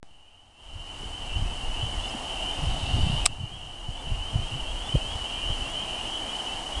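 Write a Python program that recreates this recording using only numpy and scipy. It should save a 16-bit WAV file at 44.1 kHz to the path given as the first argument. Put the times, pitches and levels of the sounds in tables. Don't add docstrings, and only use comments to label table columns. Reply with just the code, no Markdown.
import sys
import numpy as np
from scipy import signal
from scipy.fft import rfft, irfft, next_fast_len
from scipy.io import wavfile
from scipy.ndimage import uniform_filter1d, map_coordinates

SR = 44100
rng = np.random.default_rng(int(sys.argv[2]) if len(sys.argv) > 2 else 0)


def int16_out(signal):
    q = np.round(np.clip(np.atleast_2d(signal).T, -1, 1) * 32767)
    wavfile.write(sys.argv[1], SR, q.astype(np.int16))


def rack_gain(trim_db):
    fader = np.asarray(trim_db, float)
    return 10 ** (fader / 20)


N = 299880
T = np.arange(N) / SR
START_S = .0295



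def unit(x):
    return x / np.sqrt(np.mean(x ** 2) + 1e-20)


def curves(rows):
    s, *cols = np.transpose(rows)
    return [np.interp(T, s, c) for c in cols]


def wobble(rate_hz):
    knots = rng.standard_normal(int(N * rate_hz / SR) + 4)
    return map_coordinates(knots, [T * rate_hz])


def filtered(x, response):
    m = next_fast_len(N + 8192)
    spectrum = rfft(x, m) * response(np.fft.rfftfreq(m, 1 / SR))
    return irfft(spectrum, m)[:N]


def colour(points):
    f, db = np.transpose(points)
    return lambda hz: rack_gain(np.interp(np.log(hz + 1), np.log(f), db, -120, -120))


def rush(spectrum):
    return unit(filtered(rng.standard_normal(N), colour(spectrum)))


def add(track, s, sound):
    part = track[round(s * SR):][:len(sound)]
    part += sound[:len(part)]


def whistles(rows, bend, waver_db):
    out = np.zeros(N)
    for (s, length, start_hz, end_hz, db), turn in zip(rows, rng.random(len(rows))):
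        u = np.linspace(0, 1, round(length * SR))
        hz = start_hz + (end_hz - start_hz) * (u + bend * u * (1 - u))
        fade_in, fade_out = np.clip(u / .25, 0, 1), np.clip((1 - u) / .1, 0, 1)
        swell = fade_in * fade_out * rack_gain(4 * (u - .6))
        waver = rack_gain(waver_db * np.sin(2 * np.pi * (turn + 34 * length * u)))
        tone = np.sin(2 * np.pi * (turn + np.cumsum(hz) / SR))
        add(out, s, rack_gain(db) * swell * waver * tone)
    return out


def crowd(count, centre_hz, spread, rise, length, scatter_db):
    even = rng.random((count, 2))
    bell = np.clip(rng.standard_normal((count, 2)), -2.3, 2.3)
    start_s = even[:, 0] * N / SR
    length_s = length * (.7 + .6 * even[:, 1])
    hz = centre_hz * np.exp(spread * bell[:, 0])
    return np.c_[start_s, length_s, hz * (1 - rise / 2), hz * (1 + rise / 2), scatter_db * bell[:, 1]]


def marsh(x, t60):
    t = T[:SR // 2]
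    tail = rng.standard_normal(len(t)) * rack_gain(-60 * t / t60)
    return signal.fftconvolve(x, tail / np.linalg.norm(tail))[:N]


def switch_on_jolt():
    t = np.clip(T - START_S, 0, None)
    return -rack_gain(-29.5) * np.exp(-t / 0.00056) - rack_gain(-44.5) * np.exp(-t / 0.18)


# pitch_hz, level_db
WHINE = [(7852, -11), (7882, -17)]


def electronic_whine():
    return sum(rack_gain(db + 1.5 * wobble(4)) * np.sin(2 * np.pi * hz * T) for hz, db in WHINE)


# start_s, cut_db
DUCKS = [
    (-1 / 100, -23.5),
    (3.267, -10),
]


def gain_control():
    open_db, hold_s, recover_s, cut_s = -49.5, 0.57, 0.88, .007
    out = np.ones(N)
    for s, db in DUCKS:
        creep = np.exp(-np.clip(T - s - hold_s, 0, None) / recover_s)
        out = np.where(T < s, out, 1 - (1 - rack_gain(db)) * creep)
    return rack_gain(open_db) * uniform_filter1d(out, size=round(cut_s * SR))


# pitch_hz, level_db (per Hz)
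AIR = [(90, -18), (150, -13), (270, -5.5), (440, -10.5), (770, -5.5), (1150, -10), (1500, -15.5),
       (2250, -16.5), (3500, -18.5), (6000, -21), (13000, -23)]


def air():
    return rack_gain(11) * unit(rack_gain(.4 * wobble(6)) * rush(AIR))


# time_s, level_db
WIND = [(0, 12.5), (1.2, 14), (1.6, 14), (2.4, 11.5), (3.3, 17.5), (3.7, 16), (4.3, 15), (4.9, 12),
        (5.35, 10), (5.7, 10), (6.4, 3.5), (6.8, 7)]
# peak_s, swell_s, level_db, extra_raggedness_db
GUSTS = [(.75, .08, 3.5, 0), (1.4, 0.14, 13.5, 1.5), (1.69, 0.082, 5.5, -1), (1.83, 0.048, 5.5, 8.5),
         (1.99, 0.13, 5, -3), (2.68, 0.13, 8.5, 3), (3.02, .24, 6.5, 10), (3.43, 0.082, 2, 10),
         (3.33, .05, 3, 8), (3.54, 0.076, 3, 7), (3.9, 0.077, 6, 2), (4.12, 0.11, 11.5, 3.5),
         (4.37, .1, 9, 5.5), (4.57, 0.075, 0.5, 9), (4.72, 0.22, 8, -9), (4.95, 0.064, 5, 0.1),
         (5.51, 0.085, 8, -3), (6.05, 0.14, 5.5, -2)]


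def gusts():
    s, swell, db, ragged_db = np.transpose(GUSTS)
    shape = np.clip(1 - np.abs(T[:, None] - s) / swell, 0, 1)
    return curves(WIND)[0] + shape @ db, shape @ ragged_db


# pitch_hz, level_db (per Hz)
RUMBLE = [(8, -7), (22, 1.5), (36, 0), (60, -7), (90, -9.5), (200, -60)]
# pitch_hz, level_db (per Hz)
FLUTTER = [(30, -40), (70, -7), (120, -1.5), (180, -11), (300, -22), (600, -36)]


def wind():
    rumble_db, ragged_db = gusts()
    flutter_db = 1.17 * rumble_db + ragged_db - 11.5
    rumble = rack_gain(rumble_db + 1.4) * unit(rack_gain(2.4 * wobble(8.6)) * rush(RUMBLE))
    flutter = rack_gain(flutter_db - 1.0) * unit(rack_gain(4.2 * wobble(28)) * rush(FLUTTER))
    return rumble + flutter


# time_s, far_peeps_db, croaks_db
CHORUS = [(0, 13, 5), (.7, 14, 3.5), (1.4, 12, 4), (2.1, 15, 6), (2.8, 14, 7), (3.5, 16.5, 5.5),
          (4.2, 15.5, 7), (4.9, 14.5, 1), (5.6, 16, 1.5), (6.2, 14, 4), (6.8, 12.5, 4)]


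def far_chorus():
    far_db, croak_db = curves(CHORUS)
    callers = crowd(count=1500, centre_hz=2925, spread=.037, rise=.075, length=.11, scatter_db=1.4)
    far = whistles(callers, bend=.3, waver_db=1.5)
    croakers = crowd(count=1800, centre_hz=770, spread=.1, rise=.05, length=.032, scatter_db=2.2)
    croaks = whistles(croakers, bend=.1, waver_db=1.1)
    far = rack_gain(far_db - 2.5) * unit(far + .7 * marsh(far, t60=.3))
    croaks = rack_gain(croak_db) * unit(croaks + 0.46 * marsh(croaks, t60=0.5))
    return far + croaks


def peeps(rows):
    lead_s = .01
    s, length, hz, db = np.transpose(rows)
    length = length + 2 * lead_s
    rise = 2 * (hz - 1800) * length
    return np.c_[s - lead_s, length, hz - .54 * rise, hz + .46 * rise, db]


# start_s, length_s, middle_pitch_hz, level_db
LARGE_FROGS = [(.215, .16, 2480, 3), (.22, .11, 2600, 2), (.505, .08, 2580, 0), (.53, .08, 2740, 12),
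               (1.24, .09, 2360, 1), (1.289, .08, 2720, 14), (1.445, .08, 2640, 7), (1.71, .15, 2680, 9),
               (2.1, .06, 2715, 9), (2.355, .16, 2800, 13), (2.38, .15, 2375, -2), (2.56, .08, 2620, 2),
               (2.653, .08, 2660, 5), (2.835, .12, 2750, 14), (3.048, .17, 2780, 12), (3.187, .17, 2640, 9),
               (3.41, .115, 2400, 0), (3.965, .08, 2320, -2), (4.08, .19, 2535, 1.5), (4.34, .1, 2435, -1),
               (4.63, .07, 2745, 9), (4.905, .185, 2590, 6), (5.33, .11, 2420, 4), (5.622, .09, 2750, 12),
               (5.767, .2, 2580, 4), (5.85, .08, 2400, -1), (5.93, .145, 2500, 4), (6.203, .17, 2380, 0),
               (6.47, .08, 2680, 7)]
# start_s, length_s, middle_pitch_hz, level_db
HIGHER_FROGS = [(.28, .17, 2860, 11), (.71, .12, 2970, 12), (.755, .165, 2875, 11), (.92, .165, 2960, 12),
                (1.17, .08, 2980, 13), (1.3, .08, 2920, 15), (1.305, .1, 2995, 13), (1.467, .07, 2960, 14),
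                (1.74, .115, 2900, 13), (1.79, .07, 3030, 15), (2.23, .13, 3000, 13), (2.38, .13, 2930, 13),
                (2.555, .14, 2950, 12), (3.553, .13, 2885, 11), (4.147, .165, 3020, 14),
                (4.243, .095, 2920, 13), (4.351, .1, 3040, 12), (4.5, .1, 2900, 13), (5.0, .075, 3045, 15),
                (5.367, .165, 3045, 12), (6.0, .06, 2875, 13), (6.275, .1, 2960, 12), (6.73, .07, 3000, 14),
                (0.203, 0.08, 2920, 15.1), (1.1, 0.08, 3020, 15.4), (1.585, 0.17, 2880, 12.9),
               (1.779, 0.08, 3260, 3.4), (1.968, 0.11, 3380, 4.3), (2.4, 0.11, 3020, 16.2),
               (2.937, 0.17, 2980, 13.3), (3.082, 0.11, 2940, 14.2), (3.419, 0.08, 2860, 15.6),
               (3.428, 0.14, 3100, 15.4), (3.788, 0.11, 2920, 14.9), (3.93, 0.08, 3380, 4.1),
               (4.066, 0.2, 2880, 14.9), (4.412, 0.08, 3140, 10.0), (4.638, 0.08, 3180, 10.0),
               (4.798, 0.08, 3360, 7.1), (4.888, 0.08, 3080, 17.4), (5.027, 0.11, 3180, 13.2),
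               (5.236, 0.08, 3140, 11.6), (5.448, 0.08, 3060, 14.0), (5.648, 0.08, 3220, 7.5),
               (5.715, 0.11, 3060, 17.8), (5.976, 0.08, 3340, 1.5), (6.06, 0.08, 3220, 5.6),
               (6.066, 0.14, 2980, 13.2), (6.072, 0.11, 3180, 10.9), (6.206, 0.11, 3120, 11.5),
               (6.322, 0.08, 3080, 12.7), (6.412, 0.17, 2960, 12.4), (6.713, 0.08, 3220, 10.3)]


def near_frogs():
    near = whistles(peeps(LARGE_FROGS + HIGHER_FROGS), bend=.15, waver_db=2.2)
    callers = crowd(count=130, centre_hz=2960, spread=.02, rise=.07, length=.11, scatter_db=1.5)
    others = whistles(callers, bend=.15, waver_db=3)
    callers = crowd(count=45, centre_hz=2570, spread=.035, rise=.07, length=.11, scatter_db=2)
    deep = whistles(callers, bend=.15, waver_db=3)
    return rack_gain(-.5) * near + rack_gain(5.5) * others + rack_gain(-5) * deep


def frogs():
    near = near_frogs()
    return near + far_chorus() + rack_gain(-7.5) * marsh(near, t60=.25)


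# centre_s, pitch_hz, length_cycles, level_db
THUMPS = [(0.762, 69.4, 1.1, 32.5), (1.035, 300, 0.92, 26), (1.373, 69.6, 1.5, 30), (1.424, 110, 0.75, 31),
          (1.836, 107, 2.6, 29), (1.985, 40, 0.82, 28.5), (2.151, 241, 1.9, 24), (2.635, 145, 4, 24.5),
          (2.676, 59, 0.68, 35.5), (2.839, 89, 1.4, 28), (2.951, 86.5, 1.2, 34.5), (3.036, 60, 0.96, 34.5),
          (3.07, 145, 2, 32), (3.101, 160, 1.4, 31.5), (3.141, 133, 3.1, 28), (3.44, 111, 1.8, 33.5),
          (3.89, 82.6, 0.63, 38), (4.125, 92, 1.5, 33.5), (4.361, 100, 0.84, 38), (4.396, 79.5, 1.4, 32),
          (4.56, 132, 1.6, 25.5), (4.9516, 128, 2, 38), (4.967, 50, 1.2, 35), (4.9572, 540, 2.25, 30.5),
          (4.952, 280, 1.8, 29.5), (5.159, 78.5, 1.1, 24.5), (5.506, 100, 1.06, 28),
          (5.621, 44.2, 0.85, 27.5), (6.775, 50, 1.1, 25)]


def eddies():
    out = np.zeros(N)
    t = np.arange(-SR // 20, SR // 20) / SR
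    for s, hz, cycles, db in THUMPS:
        bump = np.exp(-(2 * t * hz / cycles) ** 2)
        add(out, s - 1 / 20, rack_gain(db) * bump * np.sin(2 * np.pi * hz * t))
    return out


# start_s, length_s, start_pitch_hz, end_pitch_hz, level_db
TICKS = [
    (1.92, .03, 2300, 2150, 3),
    (1.955, .035, 2150, 1950, 0),
    (2.083, .018, 5080, 5120, 9),
    (4.755, .065, 3060, 3280, 5),
    (2.64, .03, 5230, 5270, -2),
    (4.83, .055, 3420, 3500, 4),
    (3.96, .045, 3430, 3500, 2),
    (2.5, .065, 3550, 3595, 2),
    (2.02, .055, 3480, 3540, 3),
]


def strays():
    return whistles(TICKS, bend=.2, waver_db=1.5)


# time_s, level_db
REEDS = [
    (2.45, -30),
    (2.7, 1.5),
    (2.9, 2.5),
    (3.1, 3),
    (3.22, -1),
    (3.3, -28),
]
# pitch_hz, level_db (per Hz)
RUSTLE = [(2800, -25), (3400, -2), (3650, 5), (4100, -4), (4800, -4), (6000, -25), (9000, -27),
          (12000, -36)]


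def reeds():
    return rack_gain(curves(REEDS)[0]) * unit(rack_gain(1.8 * wobble(90)) * rush(RUSTLE))


# start_s, level_db, t60_s, ring_pitch_hz
SNAP = [
    (3.2563, 37, .02, 7800),
    (3.2568, 38, .017, 3750),
    (3.2604, 50.3, .0065, 7950),
    (3.2606, 42, .01, 2700),
    (3.2618, 40, .019, 5350),
    (3.2625, 35, .03, 1200),
    (3.2635, 32, .012, 3900),
    (3.2715, 29, .022, 7500),
    (3.272, 26, .03, 1200),
]
# pitch_hz, level_db (per Hz)
TWIG = [(600, -4), (1200, -18), (2000, -6), (4000, -2.5), (6000, -10), (8500, -7.5), (12000, -8.5)]


def twig():
    out, crackle, t = np.zeros(N), rush(TWIG), T[:SR // 20]
    for s, db, t60, hz in SNAP:
        dry = rack_gain(-7.5) * crackle[round(s * SR):][:len(t)]
        decay = rack_gain(db - 4.5 - 60 * t / t60)
        add(out, s, decay * (np.sin(2 * np.pi * hz * t) + dry))
    return out


def scene():
    return (frogs() + wind() + reeds() + eddies() + strays() + twig() + air())[None]


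# pitch_hz, level_db
MIC = [(20, 0), (9900, 0), (10500, -7), (11000, -17), (11600, -18), (12000, -24), (12380, -34),
       (12450, -70), (22000, -90)]


def treble_limit(x):
    return filtered(x, lambda hz: np.where(hz < 20, 1, colour(MIC)(hz)))


def roll_off(x):
    return signal.sosfilt(signal.butter(12, 16660, fs=SR, output="sos"), x)


def record(dry):
    live = (dry[0] + electronic_whine()) * gain_control() + switch_on_jolt()
    live = np.where(T < START_S, .0015, live)
    out = treble_limit(live)
    out = out / (1 + np.abs(out / .74) ** 30) ** (1 / 30)
    return roll_off(out[None])


dry = scene()
out = record(dry)
int16_out(out)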